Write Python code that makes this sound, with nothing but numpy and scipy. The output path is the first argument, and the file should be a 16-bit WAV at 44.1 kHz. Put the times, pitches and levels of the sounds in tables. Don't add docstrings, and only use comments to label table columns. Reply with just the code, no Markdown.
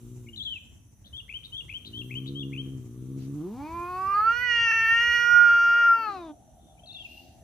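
import sys
import numpy as np
from scipy import signal
from scipy.io import wavfile
from scipy.ndimage import uniform_filter1d

SR = 44100
rng = np.random.default_rng(int(sys.argv[2]) if len(sys.argv) > 2 else 0)


def master(y):
    cut = np.clip(np.atleast_2d(y).T, -1, 1)
    pcm = np.round(cut * 32767)
    wavfile.write(sys.argv[1], SR, pcm.astype(np.int16))


N = 327663
T = np.arange(N) / SR
CONTROL_STEP = 64

# (frequency [Hz], relative density [dB per Hz])
AIR_COLOUR = [(15, -47), (25, -27), (43, -6.5), (91, -4.5), (125, -7.5), (147, -14), (227, -15.5),
              (410, -28), (701, -35), (2690, -44), (3250, -39), (5130, -63.5), (5870, -39.5),
              (10300, -42.5), (15400, -54)]
AIR_DB = -54
# (time [s], level change [dB])
TRAFFIC_SWELL = [(0, 4), (1, 0), (2, 3), (4, 6.5), (5, 4.5), (6.6, -4.5), (7.1, 0), (7.43, 2.5)]
# (frequency [Hz], likeness [0 to 1])
STEREO_LIKENESS = [(50, 0.94), (150, 0.78), (500, 0.37), (2000, 0.27), (8000, 0.0091)]
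# (time [s], level [dB])
HISS_LEVEL = [(0, -70), (.85, -78), (1.5, -75), (3, -73), (4, -64.5), (5.3, -64.5), (6.0, -69), (6.45, -90),
              (7.43, -82)]
# (frequency [Hz], relative density [dB per Hz])
HISS_COLOUR = [(5000, -37), (7500, -12.5), (9500, -3), (12000, 3.5), (15500, 0.5)]
# (centre time [s], half length [s], added level [dB])
HISS_SWELLS = [(1.487, .04, 4), (2.077, 0.18, 8.5), (4.74, .04, 2), (6.58, 0.072, 8), (7.153, 0.16, 19)]
# (centre time [s], half length [s], frequency [Hz], width [Hz], level [dB])
SOFT_PUFFS = [(3.23, 0.044, 3850, 3180, -61), (7.158, 0.2, 3910, 2530, -62)]
# (frequency [Hz], width [Hz], level [dB])
INSECT_CHORUSES = [(6006, 270, -72.5), (10200, 1300, -74)]
# (time [s], level [dB])
CRICKET_LEVEL = [(0, -72), (.78, -70), (.86, -123), (3, -88.5), (6.2, -79.5), (7.43, -78)]

# (time from onset [s], pitch [Hz], level [dB])
ARCH_NOTE = [(-.006, 2830, -81), (-.003, 2900, -58), (.005, 3065, -46), (.037, 3200, -45),
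             (.043, 3464, -41), (.047, 3500, -66), (.051, 3350, -42.5), (.071, 3226, -44.5),
             (.075, 2960, -49), (.077, 2783, -41), (.085, 2825, -57.5), (.091, 2810, -52),
             (.095, 2830, -73)]
CLIMB_NOTE = [(-.004, 1970, -54), (0, 2064, -67), (.008, 2160, -42.5), (.017, 2620, -39),
              (.023, 2738, -48.5), (.035, 2410, -42), (.038, 2260, -101), (.044, 2587, -33),
              (.05, 2434, -67), (.055, 2710, -46), (.062, 2977, -37.5), (.092, 3240, -37.5),
              (.104, 3160, -46), (.107, 3068, -75)]
WARBLE_NOTE = [(-.1, 2560, -69), (-.088, 2130, -54.5), (-.076, 2350, -55), (-.073, 2870, -47),
               (-.062, 2853, -52), (-.055, 2850, -80), (-.034, 3158, -80), (-.028, 3150, -48),
               (-.016, 3000, -45), (-.005, 2800, -62), (.002, 3744, -39), (.008, 4257, -56),
               (.016, 3906, -37), (.024, 3500, -40), (.032, 3600, -39.5), (.046, 3200, -35),
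               (.06, 3400, -34), (.068, 3640, -38), (.074, 4083, -44.5), (.08, 3936, -37),
               (.086, 3500, -57), (.091, 3400, -38), (.098, 3450, -32.5), (.124, 3080, -33),
               (.138, 3330, -39), (.148, 3090, -38), (.166, 3100, -32), (.185, 2838, -38),
               (.188, 2774, -52)]
FALL_NOTE = [(0, 2754, -63), (.009, 2695, -38), (.027, 2480, -44), (.035, 2394, -64)]
# (time from onset [s], pitch [Hz], relative level [dB])
BURR_NOTE = [(0, 3080, 6.5), (.006, 3500, 2), (.014, 3844, 3), (.025, 3864, 8.5), (.04, 3900, -3),
             (.055, 3730, -43)]
# (onset [s], added level [dB], pitch factor [ratio], time stretch [ratio])
ARCHES_SUNG = [(1.132, 3, 1.016, 0.93), (1.525, 6.5, 1.01, 1.08), (1.934, 4.5, 0.986, 1.1),
               (2.353, 4, 1.018, 1.04)]
CLIMBS_SUNG = [(1.286, 0.22, .99, 0.92), (1.687, 0.53, 1, 0.92), (2.102, 0.91, .99, 0.89),
               (2.523, -1.6, 1, 0.93)]
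WARBLES_SUNG = [(0.361, -1, 1, 0.99), (6.86, -10.5, 1.08, 0.9)]
FALLS_SUNG = [(.551, 0.5, 1.001, 1.01), (7.043, -1, 1.01, .85)]
BURRS_SUNG = [(1.044, -62, 0.98, 1.08), (1.433, -51, 0.97, 0.95), (1.848, -52, 0.99, 1.06),
              (2.26, -51, 0.97, 0.94)]
# (time [s], pitch [Hz], level [dB])
FAR_PEEP = [(6.59, 3500, -79), (6.62, 3610, -75), (6.71, 3500, -69), (6.74, 3340, -75)]
# (time [s], pitch [Hz], level [dB])
HOARSE_NOTE = [(6.82, 2635, -78.5), (6.96, 2746, -55.5), (7.21, 2790, -54), (7.27, 2743, -81),
               (7.4, 2750, -91)]
BIRD_LAG_EARLY, BIRD_LAG_LATE = 19, 8

# (time [s], pulse rate [per s], resonance [Hz], level [dB])
RIVAL_VOICE = [(5.62, 785, 782, -75.5), (5.66, 800, 745, -56.5), (5.75, 650, 710, -54.5),
               (5.85, 630, 651, -56.5), (5.9, 182, 700, -52.5), (6.4, 95, 724, -55.5),
               (6.9, 62.6, 745, -55.5), (7.43, 100, 721, -57)]
# (time [s], level [dB])
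RIVAL_CHEST = [(5.75, -87), (5.85, -66), (6.2, -62), (6.5, -76.5), (6.9, -73), (7.1, -64), (7.43, -78.5)]

# (time [s], level [dB])
BREATH_LEVEL = [(1.9, -109.5), (2.2, -73.5), (3.2, -79), (3.4, -65.5), (3.65, -56), (3.8, -57.5),
                (5.9, -73), (6.1, -53.5), (6.3, -63), (6.34, -100)]
# (time [s], pitch before jitter [Hz])
FOLD_PITCH = [(0, 117.6), (.13, 123.9), (.25, 120.3), (.48, 99.8), (1.78, 97.4), (2.04, 124.7),
              (2.4, 137.4), (2.76, 131.2), (2.88, 119.1), (3.12, 133.4), (3.24, 133.9), (3.4, 149.8),
              (3.5, 203), (3.6, 277.3), (3.68, 317.3), (3.76, 341.5), (3.88, 355.4), (4.13, 398.6),
              (4.28, 452.7), (4.38, 485.5), (4.44, 494.5), (4.52, 474.8), (4.72, 453.5), (4.86, 450.6),
              (5.03, 472), (5.16, 477.3), (5.42, 475.1), (5.6, 465.7), (5.82, 467.2), (5.98, 456.8),
              (6.05, 439.1), (6.18, 362.7), (6.335, 286)]
# (time [s], pitch dip [%])
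VOICE_CATCHES = [(4.132, 1.43), (4.521, .7), (4.681, 1.3), (4.719, 3.7)]
# (start [s], end [s], nose level [dB], half-line level [dB])
GROWL_SPANS = [(-.05, 0.478, -47.5, -16), (1.782, 3.504, -46, -8)]
GROWL_HZ, GROWL_DB_PER_HZ, GROWL_FADE_S = 134.9, .5, 0.077
HALVES_STOP_S, HALVES_FLUTTER_DB = 0.12, 2.5
YOWL_START_S, YOWL_END_S, YOWL_FADE_S = 3.33, 6.335, 0.025
YOWL_SWELL_S, YOWL_NOSE_DB = .12, -32
# (frequency [Hz], gain [dB])
NOSE_GAIN = [(60, -0.5), (130, 20), (190, 0.5), (270, 6), (340, -2), (470, -19), (540, -36), (700, -52)]
# (time [s], mouth ring [Hz], mouth level [dB], throat level [dB], open level [dB])
MOUTH_TRACK = [(3.44, 1145, -101, -102, -63.5), (3.52, 879, -82, -86, -63), (3.601, 893, -44, -64, -52.5),
               (3.68, 983, -44.5, -48.5, -54.5), (3.861, 1141, -29.5, -57, -49),
               (3.981, 1152, -31, -53, -45), (4.141, 1244, -21, -44.5, -64), (4.165, 1316, -17.5, -68, -43),
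               (4.24, 1356, -20, -71, -44.5), (4.28, 1364, -18, -42.5, -44.5),
               (4.339, 1528, -18.5, -35.5, -50), (4.438, 1763, -11, -39.5, -55.5),
               (4.518, 1691, -10, -26, -53), (4.72, 1646, -10.5, -26.5, -48), (4.858, 1667, -7.5, -30, -51),
               (5.161, 1671, -6.5, -25, -56), (5.401, 1424, -12.5, -33.5, -54),
               (5.6, 1412, -18.5, -32.5, -52.5), (5.82, 1491, -12, -33.5, -53.5),
               (5.92, 1378, -16.5, -39.5, -48.5), (5.979, 1450, -23.5, -42.5, -39.5),
               (6.058, 1394, -23.5, -46.5, -37.5), (6.08, 1358, -25.5, -61, -38.5),
               (6.18, 1150, -47, -54, -45.5), (6.33, 955, -79, -82, -53.5)]
MOUTH_WIDTH_HZ, THROAT_WIDTH_HZ = 164, 266
THROAT_HZ, THROAT_PER_MOUTH_HZ = 2620, 0.51
# (frequency [Hz], gain [dB])
OPEN_LOW_GAIN = [(400, -21.5), (650, 1.5), (950, -2), (1400, -14), (2300, -34.5), (3200, -27.5)]
# (frequency with the mouth wide [Hz], gain [dB])
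OPEN_HIGH_GAIN = [(3000, -7), (3400, -14.5), (3700, -35.5), (3950, -34), (4300, -1.5), (5000, -2.5),
                  (5800, 9.5), (6500, -1), (7400, -51), (10000, -42.5), (11000, -25), (12500, -12),
                  (13500, -31), (15000, -19.5), (16000, -39)]
UPPER_DB, UPPER_WANDER_DB = -32.5, 2.2
# (time [s], frequency [Hz], level [dB])
CAVITY_RING = [(3.6, 3730, -120), (3.95, 4400, -66.5), (4.13, 4410, -74), (4.15, 4460, -55),
               (4.24, 4500, -59), (4.45, 4393, -58), (5, 4300, -58.5), (5.9, 5090, -62.5),
               (6.08, 4208, -55), (6.17, 3970, -59.5), (6.3, 3510, -68)]
# (start [s], end [s], from [Hz], to [Hz], width [Hz], level [dB])
HIGH_GLINTS = [(4.33, 4.48, 11600, 11900, 600, -62), (4.8, 5.42, 12000, 12000, 3000, -68),
               (5.5, 6.1, 15100, 14300, 800, -65)]
# (time [s], left over right [dB])
YOWL_SIDE = [(3.4, 4), (3.8, -1), (4.25, -3.5), (4.45, -10), (4.7, 3), (5.0, -0.5), (5.15, -4.5),
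             (5.95, 0.5), (6.1, 7.5), (6.35, 1)]


def from_db(db):
    return 10 ** (np.asarray(db) / 20)


def rms_one(x):
    return x / np.sqrt(np.mean(x ** 2) + 1e-20)


def in_time(rows, t=T):
    s, *columns = np.transpose(rows)
    return [np.interp(t, s, c) for c in columns]


def at_hz(points, hz):
    table_hz, values = np.transpose(points)
    return np.interp(np.log(hz), np.log(table_hz), values)


def gate(t, start_s, end_s, fade_s):
    return np.clip(np.minimum(t - start_s, end_s - t) / fade_s, 0, 1) ** 2


def bump(centre_s, half_s):
    return np.exp(-((T - centre_s) / half_s) ** 2)


def drift(rate_hz):
    r = np.exp(-2 * np.pi * rate_hz / SR)
    noise = rng.standard_normal(N + SR)
    return rms_one(signal.lfilter([1], [1, -2 * r, r * r], noise)[SR:])


def peak(hz, centre_hz, width_hz):
    return 1 / (1 + ((hz ** 2 - centre_hz ** 2) / (hz * width_hz)) ** 2)


def band_between(x, low_hz, high_hz):
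    return signal.sosfilt(signal.butter(2, [low_hz, high_hz], "band", fs=SR, output="sos"), x)


def band(x, hz, width_hz):
    return band_between(x, hz - width_hz / 2, hz + width_hz / 2)


def noise_band(hz, width_hz):
    return rms_one(band(rng.standard_normal((2, N)), hz, width_hz))


def pan(x, db, lag=0):
    late = np.interp(np.arange(N) - lag, np.arange(N), x)
    return np.array([x * from_db(db / 2), late * from_db(-db / 2)])


def banded_noise(colour, patchy_db, floor_db=-np.inf):
    out = 0
    edges = 22 * 2 ** np.arange(0, 9.6, .5)
    white = rng.standard_normal((2, 2, N))
    flicker = [drift(4.4), drift(18), drift(1.1)]
    for k, (low, high) in enumerate(zip(edges, edges[1:])):
        if at_hz(colour, high) <= floor_db:
            continue
        mid, side = band_between(white[k % 2], low, high)
        hz = np.sqrt(low * high)
        alike = np.clip(at_hz(STEREO_LIKENESS, hz), -1, 1)
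        gain = from_db(at_hz(colour, hz) + patchy_db * flicker[k % 3])
        out = out + gain * (np.sqrt(1 + alike) * mid + np.sqrt(1 - alike) * side * [[1], [-1]])
    return rms_one(out)


def air_and_traffic():
    return from_db(AIR_DB + in_time(TRAFFIC_SWELL)[0]) * banded_noise(AIR_COLOUR, patchy_db=3.15)


def treble_hiss():
    level_db = in_time(HISS_LEVEL)[0]
    for s, half_s, db in HISS_SWELLS:
        level_db = level_db + db * bump(s, half_s)
    left_right_db = [[-1.5], [2.5]]
    return from_db(level_db + left_right_db) * banded_noise(HISS_COLOUR, patchy_db=-0.5, floor_db=-29)


def puffs():
    return sum(from_db(level_db) * bump(s, half_s) * noise_band(hz, width_hz)
               for s, half_s, hz, width_hz, level_db in SOFT_PUFFS)


def insects():
    out = from_db(in_time(CRICKET_LEVEL)[0]) * noise_band(7300, 260)
    for hz, width_hz, level_db in INSECT_CHORUSES:
        out += from_db(level_db + 0.89 * drift(22)) * noise_band(hz, width_hz)
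    return out


def whistle(rows, wobble=0):
    hz, level_db = uniform_filter1d(in_time(rows), size=60)
    inside = (T > rows[0][0]) & (T < rows[-1][0])
    phase = 2 * np.pi * np.cumsum(hz * (1 + wobble)) / SR
    return np.sqrt(2) * inside * from_db(level_db) * np.sin(phase)


def phrase(note, sung):
    first, last = note[0], note[-1]
    note = [(first[0] - .002, first[1], -120), *note, (last[0] + .002, last[1], -120)]
    return [(s + stretch * t, factor * hz, db + level_db)
            for s, level_db, factor, stretch in sung for t, hz, db in note]


def songbird():
    clear = whistle(phrase(ARCH_NOTE, ARCHES_SUNG)) + whistle(phrase(CLIMB_NOTE, CLIMBS_SUNG))
    clear += whistle(phrase(WARBLE_NOTE, WARBLES_SUNG)) + whistle(phrase(FALL_NOTE, FALLS_SUNG))
    clear += whistle(FAR_PEEP, wobble=.03 * drift(90))
    throb = 1 + .5 * np.sin(2 * np.pi * 105 * T)
    return clear + throb * whistle(phrase(BURR_NOTE, BURRS_SUNG), wobble=.06 * drift(600))


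def hoarse_bird():
    return whistle(HOARSE_NOTE, wobble=0.0097 * drift(165)) * from_db(3.66 * drift(75))


def rival(jitter, width_hz):
    per_s, hz, level_db = in_time(RIVAL_VOICE)
    unevenness = jitter * np.clip(200 / per_s, 0, 1) * drift(60)
    cycles = np.cumsum(per_s * (1 + unevenness)) / SR
    since_pulse_s = (cycles % 1) / per_s
    ring = np.exp(-np.pi * width_hz * since_pulse_s)
    voice = ring * np.sin(2 * np.pi * hz * since_pulse_s) * from_db(2.5 * drift(45))
    throat = rms_one(band(band(voice, 652, 280), 780, 390))
    chest = rms_one(band(ring * from_db(4 * drift(31)), 294, 130))
    sound = from_db(level_db) * throat + from_db(in_time(RIVAL_CHEST)[0]) * chest
    return sound * (T > RIVAL_VOICE[0][0])


def breath():
    mouth_hz = in_time(MOUTH_TRACK)[0]
    carrier = np.cos(2 * np.pi * np.cumsum(mouth_hz) / SR)
    in_mouth = np.sqrt(2) * carrier * drift(130)
    in_throat = from_db(-7.5) * rms_one(band(rng.standard_normal(N), 3100, 3600))
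    return from_db(in_time(BREATH_LEVEL)[0]) * (in_mouth + in_throat)


def fold_phase(growl_jitter, yowl_jitter):
    pitch, = in_time(FOLD_PITCH, T[::CONTROL_STEP])
    jitter = np.where(T < MOUTH_TRACK[0][0], growl_jitter, yowl_jitter) * drift(35)
    jitter *= 1 + .8 * np.clip((T - 6.02) / 0.13, 0, 1)
    for s, dip_percent in VOICE_CATCHES:
        jitter -= dip_percent / 100 * bump(s, 0.0053)
    return 2 * np.pi * np.cumsum(np.interp(T, T[::CONTROL_STEP], pitch) * (1 + jitter)) / SR


def mouth_gain(t, hz):
    mouth_hz, mouth_db, throat_db, open_db = in_time(MOUTH_TRACK, t)
    throat_hz = THROAT_HZ + THROAT_PER_MOUTH_HZ * (mouth_hz - 1400)
    cavity_hz, cavity_db = in_time(CAVITY_RING, t)
    reach = np.clip(mouth_hz / 1380, .76, 1)
    wide_hz = hz / reach
    gain = from_db(mouth_db) * peak(hz, mouth_hz, MOUTH_WIDTH_HZ)
    gain += from_db(throat_db) * peak(hz, throat_hz, THROAT_WIDTH_HZ)
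    gain /= 1 + (wide_hz / 3300) ** 24
    gain += from_db(open_db + at_hz(OPEN_LOW_GAIN, hz)) * (hz < 3200)
    gain += from_db(throat_db + UPPER_DB + at_hz(OPEN_HIGH_GAIN, wide_hz)) * (wide_hz > 3000)
    return gain + from_db(cavity_db) * peak(hz, cavity_hz, 400)


def glints(t, hz):
    return sum(from_db(db) * gate(t, a, b, .06) * peak(hz, np.interp(t, [a, b], [from_hz, to_hz]), width_hz)
               for a, b, from_hz, to_hz, width_hz, db in HIGH_GLINTS)


def tomcat(growl_jitter, yowl_jitter, breath_db, half_tilt_db, first_db):
    t = T[::CONTROL_STEP]
    pitch, = in_time(FOLD_PITCH, t)
    phase = fold_phase(growl_jitter, yowl_jitter)
    swell = np.clip((t - YOWL_START_S) / YOWL_SWELL_S, 0, 1)
    effort = gate(t, YOWL_START_S, YOWL_END_S, YOWL_FADE_S) * swell
    louder = from_db(GROWL_DB_PER_HZ * (np.minimum(pitch, 150) - GROWL_HZ))
    growl = sum(gate(t, a, b, GROWL_FADE_S) * from_db(db) for a, b, db, _ in GROWL_SPANS) * louder
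    nasal = np.maximum(growl, effort * from_db(YOWL_NOSE_DB))
    halves = sum(gate(t, a, b - HALVES_STOP_S, GROWL_FADE_S) * from_db(db) for a, b, _, db in GROWL_SPANS)
    halves *= from_db(HALVES_FLUTTER_DB * drift(25)[::CONTROL_STEP])
    wander = drift(7)[::CONTROL_STEP]
    nose, mouth = 0, 0
    for k in [.5, 1.5, 2.5, 3.5, 4.5] + list(range(1, 35)):
        hz, wave = k * pitch, np.cos(k * phase)
        half = halves * from_db(half_tilt_db * (k - 1.5)) if k % 1 else 1
        if k < 6:
            nose_gain = from_db(at_hz(NOSE_GAIN, hz) + first_db * (k == 1))
            nose = nose + wave * np.interp(T, t, half * nasal * nose_gain)
        gain = mouth_gain(t, hz)
        if k > 6:
            gain *= from_db(UPPER_WANDER_DB * np.roll(wander, int(997 * k)))
        gain += glints(t, hz)
        mouth = mouth + wave * np.interp(T, t, half * gain * effort)
    mouth = mouth * (1 + from_db(breath_db) * drift(400))
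    nose = nose * from_db(.9 * drift(25))
    return np.sqrt(2) * (pan(nose, 0.31) + pan(mouth, in_time(YOWL_SIDE)[0], lag=1))


def yard(x, t60, start_s):
    t = np.arange(int(SR * .8)) / SR
    tail = rng.standard_normal((2, len(t))) * from_db(-60 * t / t60) * (t > start_s)
    return signal.fftconvolve(x[None], rms_one(tail) / np.sqrt(len(t)), axes=1)[:, :N]


def scene():
    out = air_and_traffic() + treble_hiss() + puffs() + insects()

    bird, hoarse = songbird(), hoarse_bird()
    bird_lag = np.where(T < YOWL_END_S, BIRD_LAG_EARLY, BIRD_LAG_LATE)
    out += pan(bird, 6.56, lag=bird_lag) + pan(hoarse, 2.7)
    out += from_db(-9) * yard(bird + hoarse, t60=0.54, start_s=0.0078)

    other = rival(jitter=.1, width_hz=90)
    out += pan(other, 2.5) + from_db(-3) * yard(other, t60=.3, start_s=.006)

    cat = tomcat(growl_jitter=.018, yowl_jitter=.003, breath_db=-40, half_tilt_db=6.0, first_db=-10.5)
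    cat = cat + breath()
    return out + cat + from_db(-8.5) * yard(cat.mean(axis=0), t60=0.11, start_s=.004)


def record(dry):
    dry = signal.sosfilt(signal.butter(2, 36, "high", fs=SR, output="sos"), dry)
    return signal.sosfilt(signal.ellip(12, .5, 75, 15490, fs=SR, output="sos"), dry)


dry = scene()
out = record(dry)
master(out)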